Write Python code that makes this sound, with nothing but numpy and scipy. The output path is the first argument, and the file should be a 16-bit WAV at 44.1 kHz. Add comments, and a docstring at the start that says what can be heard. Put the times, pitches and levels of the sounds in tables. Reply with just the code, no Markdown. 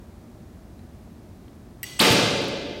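"""A large, echoing hall with humming ventilation; one microphone, close to a recurve bow.
The drawn bow creaks faintly, then the steel clicker snaps off the arrow point. The arrow squeaks past
the rest, the string slams home and the bow rings and rattles. A dull thud follows, and the hall rings
on as the bow swings down."""
import sys
import numpy as np
from scipy import signal
from scipy.fft import rfft, irfft, next_fast_len
from scipy.io import wavfile
from scipy.ndimage import uniform_filter1d, minimum_filter1d, map_coordinates

SR = 44100
rng = np.random.default_rng(int(sys.argv[2]) if len(sys.argv) > 2 else 0)


def persist_wave(psi):
    """Save psi, clipped to +-1, as 16-bit WAV."""
    counts = np.round(np.clip(psi, -1, 1) * 32767).astype(np.int16)
    wavfile.write(sys.argv[1], SR, np.atleast_2d(counts).T)


N = 123479


def amp(db):
    """Decibels to gain."""
    return 10 ** (np.asarray(db) / 20)


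def along(points, hz):
    """Read a curve of (freq_hz, value) points on a log frequency axis."""
    freqs, values = np.transpose(points)
    return np.interp(np.log(hz + 1), np.log(freqs + 1), values)


def since(start_s):
    """Seconds since start_s, zero before it."""
    return np.maximum(np.arange(N) / SR - start_s, 0)


def blow(start_s, t60, rise_s=0.00014):
    """Envelope of an impact: a quick rise, then a fall of 60 dB in t60 seconds."""
    t = since(start_s)
    return (1 - np.exp(-t / rise_s)) * np.exp(-np.log(1000) * t / t60)


def noise(spectrum):
    """Noise of rms 1; the spectrum sets only its colour."""
    size = next_fast_len(N)
    colour = amp(along(spectrum, np.fft.rfftfreq(size, 1 / SR)))
    x = irfft(rfft(rng.standard_normal(size)) * colour, size)[:N]
    return x / x.std()


def ring(start_s, hz, t60):
    """One struck mode, at a random phase."""
    return blow(start_s, t60) * np.sin(2 * np.pi * (hz * since(start_s) + rng.random()))


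def wobble(per_s):
    """A smooth random curve with per_s knots a second."""
    return map_coordinates(rng.standard_normal(int(N * per_s / SR) + 4), [since(0) * per_s])


# The hall's reverberation time: freq_hz, t60_s
HALL_DECAY = [(100, 1.7), (250, 1.66), (400, 2.58), (570, 2.57), (720, 1.86), (1100, 1.32), (2000, 1.7),
              (3500, 1.755), (5500, 1.44), (8000, 1), (11000, 0.86), (15500, 0.54)]

def hall(x, paths=5, slice_s=0.016, delay_s=0.0061, build_s=0.01, low_cut_hz=79):
    """Diffuse echo; successive moments of a sound take different paths, and the treble dies first."""
    hz, t, spectra = signal.stft(rng.standard_normal((paths, SR + SR // 4)), SR, nperseg=256)
    decay = np.exp(-np.log(1000) * t / along(HALL_DECAY, hz)[:, None])
    tails = signal.istft(spectra * decay, SR, nperseg=256)[1]
    tails *= 1 - np.exp(-since(delay_s)[:tails.shape[1]] / build_s)
    tails /= np.linalg.norm(tails[0])
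    turn = (since(0) / slice_s - np.arange(paths)[:, None]) % paths
    slices = x * np.sin(np.pi / 2 * np.minimum(turn, 2))  # crossfade from path to path
    echo = signal.fftconvolve(slices, tails, axes=1).sum(axis=0)[:N]
    low_cut = signal.butter(4, low_cut_hz, "high", fs=SR, output="sos")
    return signal.sosfilt(low_cut, echo) / np.sqrt(2)


# Room tone at the microphone: freq_hz, level_db
VENTILATION_COLOUR = [(15, -54), (25, -19.5), (55, -2), (101, -1), (136, -7.5), (204, -6), (233, -2),
                      (260, -11.5), (340, -10), (399, -15), (523, -21.5), (614, -17.5), (945, -26),
                      (1110, -27.5), (3000, -39), (3830, -38.5), (15500, -46.5)]

def ventilation(level_db=-44.5):
    """Moving air fills the hall with a steady low hum."""
    return amp(level_db) * noise(VENTILATION_COLOUR)


# Faint creaks at full draw, close and dry: start_s, level_db, pitch_hz
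CREAKS = [(0.792, -52.5, 4050), (1.4804, -49.5, 3200)]
# Their grit: freq_hz, level_db
CREAK_COLOUR = [(300, -3), (1500, 2), (4000, -6), (5500, -18), (12000, -33)]

def creaks(t60=0.027):
    """The drawn bow gives small pitched ticks."""
    grit = noise(CREAK_COLOUR)
    return sum(amp(db) * (grit * blow(s, t60) + amp(-3) * ring(s, hz, t60)) for s, db, hz in CREAKS)


# Fittings touch during the shot and as the bow swings down: start_s, level_db
RATTLE_HITS = [(1.9938, -26), (1.996, -27), (2.004, -21), (2.0118, -16), (2.017, -16), (2.0208, -32),
               (2.0255, -21), (2.047, -36), (2.102, -21.5), (2.12, -21), (2.129, -18.5), (2.420, -43),
               (2.4425, -42), (2.4835, -38)]
# One contact, heard close: freq_hz, level_db
TICK_COLOUR = [(2000, -31), (8000, -2), (12000, -2), (15500, -7)]

def rattle(t60=0.012, hall_db=-9):
    """Tiny bright contacts between the bow's loose fittings."""
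    ticks = noise(TICK_COLOUR) * sum(amp(db) * blow(s, t60) for s, db in RATTLE_HITS)
    return ticks + amp(hall_db) * hall(ticks)


# The limbs stop, then the arrow lands: start_s, pitch_hz, level_db, t60_s, hall_send_db
THUDS = [(2.0036, 216.5, -11.5, 0.079, -1.5), (2.105, 120.6, -11, 0.076, 0)]

def thuds():
    """Heavily damped low knocks that make the hall boom."""
    near = far = np.zeros(N)
    for s, hz, db, t60, hall_db in THUDS:
        knock = amp(db) * blow(s, t60, rise_s=0.0013) * np.sin(2 * np.pi * hz * since(s))
        near, far = near + knock, far + amp(hall_db) * knock
    return near + hall(far)


# Course of the shaft's squeak on the rest: time_s, pitch_hz, level_db
SQUEAK_PATH = [(1.994, 2504, -31), (1.997, 2760, -15), (2.0005, 3335, -16.5), (2.002, 4430, -9.5),
               (2.005, 3950, -15.5), (2.010, 4540, -17), (2.016, 4250, -57)]
# The scrape under it: freq_hz, level_db
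SCRAPE_COLOUR = [(100, -20), (500, -6), (1300, -2.5), (3200, -10), (5500, -14), (9000, -10), (15000, -34)]

def arrow(slips_per_s=1100, pitch_jitter=0.05, flutter_db=2.5):
    """The shaft sticks and slips over the wire rest, flicking it; the squeak rises as it speeds up."""
    times, hz, db = np.transpose(SQUEAK_PATH)
    t = since(0)
    pitch_hz = np.interp(t, times, hz) * (1 + pitch_jitter * wobble(slips_per_s))
    level_db = np.interp(t, times, db, left=-120, right=-120) + flutter_db * wobble(slips_per_s)
    squeak = amp(level_db) * np.sin(2 * np.pi * np.cumsum(pitch_hz) / SR)
    scrape = amp(-14.5) * noise(SCRAPE_COLOUR) * blow(start_s=1.9905, t60=0.071, rise_s=0.0086)
    wire_rest = amp(-15.5) * ring(start_s=1.9928, hz=8160, t60=0.017)
    return squeak + scrape + wire_rest + hall(amp(-5.5) * squeak + amp(-6) * scrape)


# The clicker's blade meets the riser: start_s, ring_db, snap_db
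CLICKER_HITS = [(1.8309, -31, -15), (1.8351, -31.5, -46), (1.8406, -36.5, -25)]
# The steel blade's modes: pitch_hz, relative_db, t60_s, hall_send_db
BLADE_MODES = [(1940, 1.5, 0.032, -14), (2005, -9.5, 0.066, 2.5), (2753, -6, 0.032, -7),
               (2870, -14, .06, 5.5), (3260, -22, 0.073, 7), (3960, -14, 0.023, 3.5),
               (4720, -17, 0.064, -3), (5260, -8, 0.018, 1), (5730, -10.5, 0.021, 10),
               (6240, -18, 0.022, 13), (7850, -7, 0.035, 2.5), (8260, -2.5, 0.025, -1),
               (12400, -8, 0.018, 1)]
# The snap straight to the microphone: freq_hz, level_db
SNAP_NEAR = [(300, -34), (1150, -8.5), (2400, -1), (5000, -6.5), (10000, -15.5), (13000, 1), (15500, 1)]
# The snap as the hall receives it: freq_hz, level_db
SNAP_FAR = [(300, -20), (1250, -1), (2400, 4), (5000, 2.5), (10000, -5.5), (13000, -6), (15500, -4.5)]

def clicker(wander_cycles=0.1):
    """The blade snaps against the riser and bounces; it chatters there, so its ring is rough."""
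    snaps = sum(amp(snap_db) * blow(s, t60=0.0089) for s, _, snap_db in CLICKER_HITS)
    near = noise(SNAP_NEAR) * snaps
    far = amp(-4) * noise(SNAP_FAR) * snaps
    for hz, db, t60, hall_db in BLADE_MODES:
        cycles = hz * since(0) + wander_cycles * wobble(per_s=300) + rng.random()
        envelope = sum(amp(ring_db) * blow(s, t60) for s, ring_db, _ in CLICKER_HITS)
        mode = amp(db) * np.sin(2 * np.pi * cycles) * envelope
        near, far = near + mode, far + amp(hall_db) * mode
    return near + hall(far)


# The string's slam, close to the microphone: freq_hz, level_db
SLAM_COLOUR = [(40, -32), (80, -20), (120, -1.5), (240, 2.5), (320, 3), (450, 3.5), (600, 1), (700, -2),
               (1100, -3.5), (1500, -5), (2900, -3.5), (4700, -5), (6500, -12), (8500, -14), (11000, -22.5),
               (15500, -24)]
# The crack just after it: freq_hz, level_db
CRACK_COLOUR = [(200, -20), (500, 0), (1100, -2), (2600, 11.5), (4500, -2), (6500, -23), (13000, -22),
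                (15500, -20)]
# Modes of the limbs, riser and stabilisers: pitch_hz, relative_db, t60_s
BOW_MODES = [(189.4, -5, 0.16), (233, -12.5, 0.15), (341.4, 1, 0.32), (451.8, -5, 0.56), (559.6, -3.5, 1.6),
             (576.4, -4, 1.56), (881.6, -6.5, 0.82), (1092, 3, 0.14), (1204, -1, 0.38), (1936, -3.5, 0.53),
             (2310, -12, 0.14), (2560, -4, 0.16), (3090, 0, 0.27), (3310, -1, .25), (3710, -2, .25)]

def bow(slam_s=2.005, crack_s=2.011):
    """The string slams home: a dense clatter, a hard crack and the ringing of the bow's parts."""
    slam = amp(-14.5) * noise(SLAM_COLOUR) * blow(slam_s, t60=0.26, rise_s=0.003)
    crack = amp(-15.5) * noise(CRACK_COLOUR) * blow(crack_s, t60=0.36, rise_s=0.0015)
    modes = amp(-24.5) * sum(amp(db) * ring(slam_s, hz, t60) for hz, db, t60 in BOW_MODES)
    return slam + crack + modes + hall(amp(9.5) * slam + amp(-1.5) * modes)


def scene():
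    """One shot over the hall's ventilation, in mono from beside the bow."""
    return (creaks() + clicker() + arrow() + bow() + thuds() + rattle() + ventilation())[None]


def record(dry):
    """Behind the microphone, a limiter holds down the peaks and the highest treble is cut off."""
    ceiling, hold_s, top_hz = 0.46, 0.0036, 15800
    hold = int(hold_s * SR)
    needed_gain = ceiling / np.maximum(np.abs(dry), ceiling)
    gain = uniform_filter1d(minimum_filter1d(needed_gain, hold), hold)
    size = next_fast_len(N + SR // 2)
    passband = np.fft.rfftfreq(size, 1 / SR) < top_hz
    return irfft(rfft(dry * gain, size) * passband, size)[..., :N]


dry = scene()
out = record(dry)
persist_wave(out)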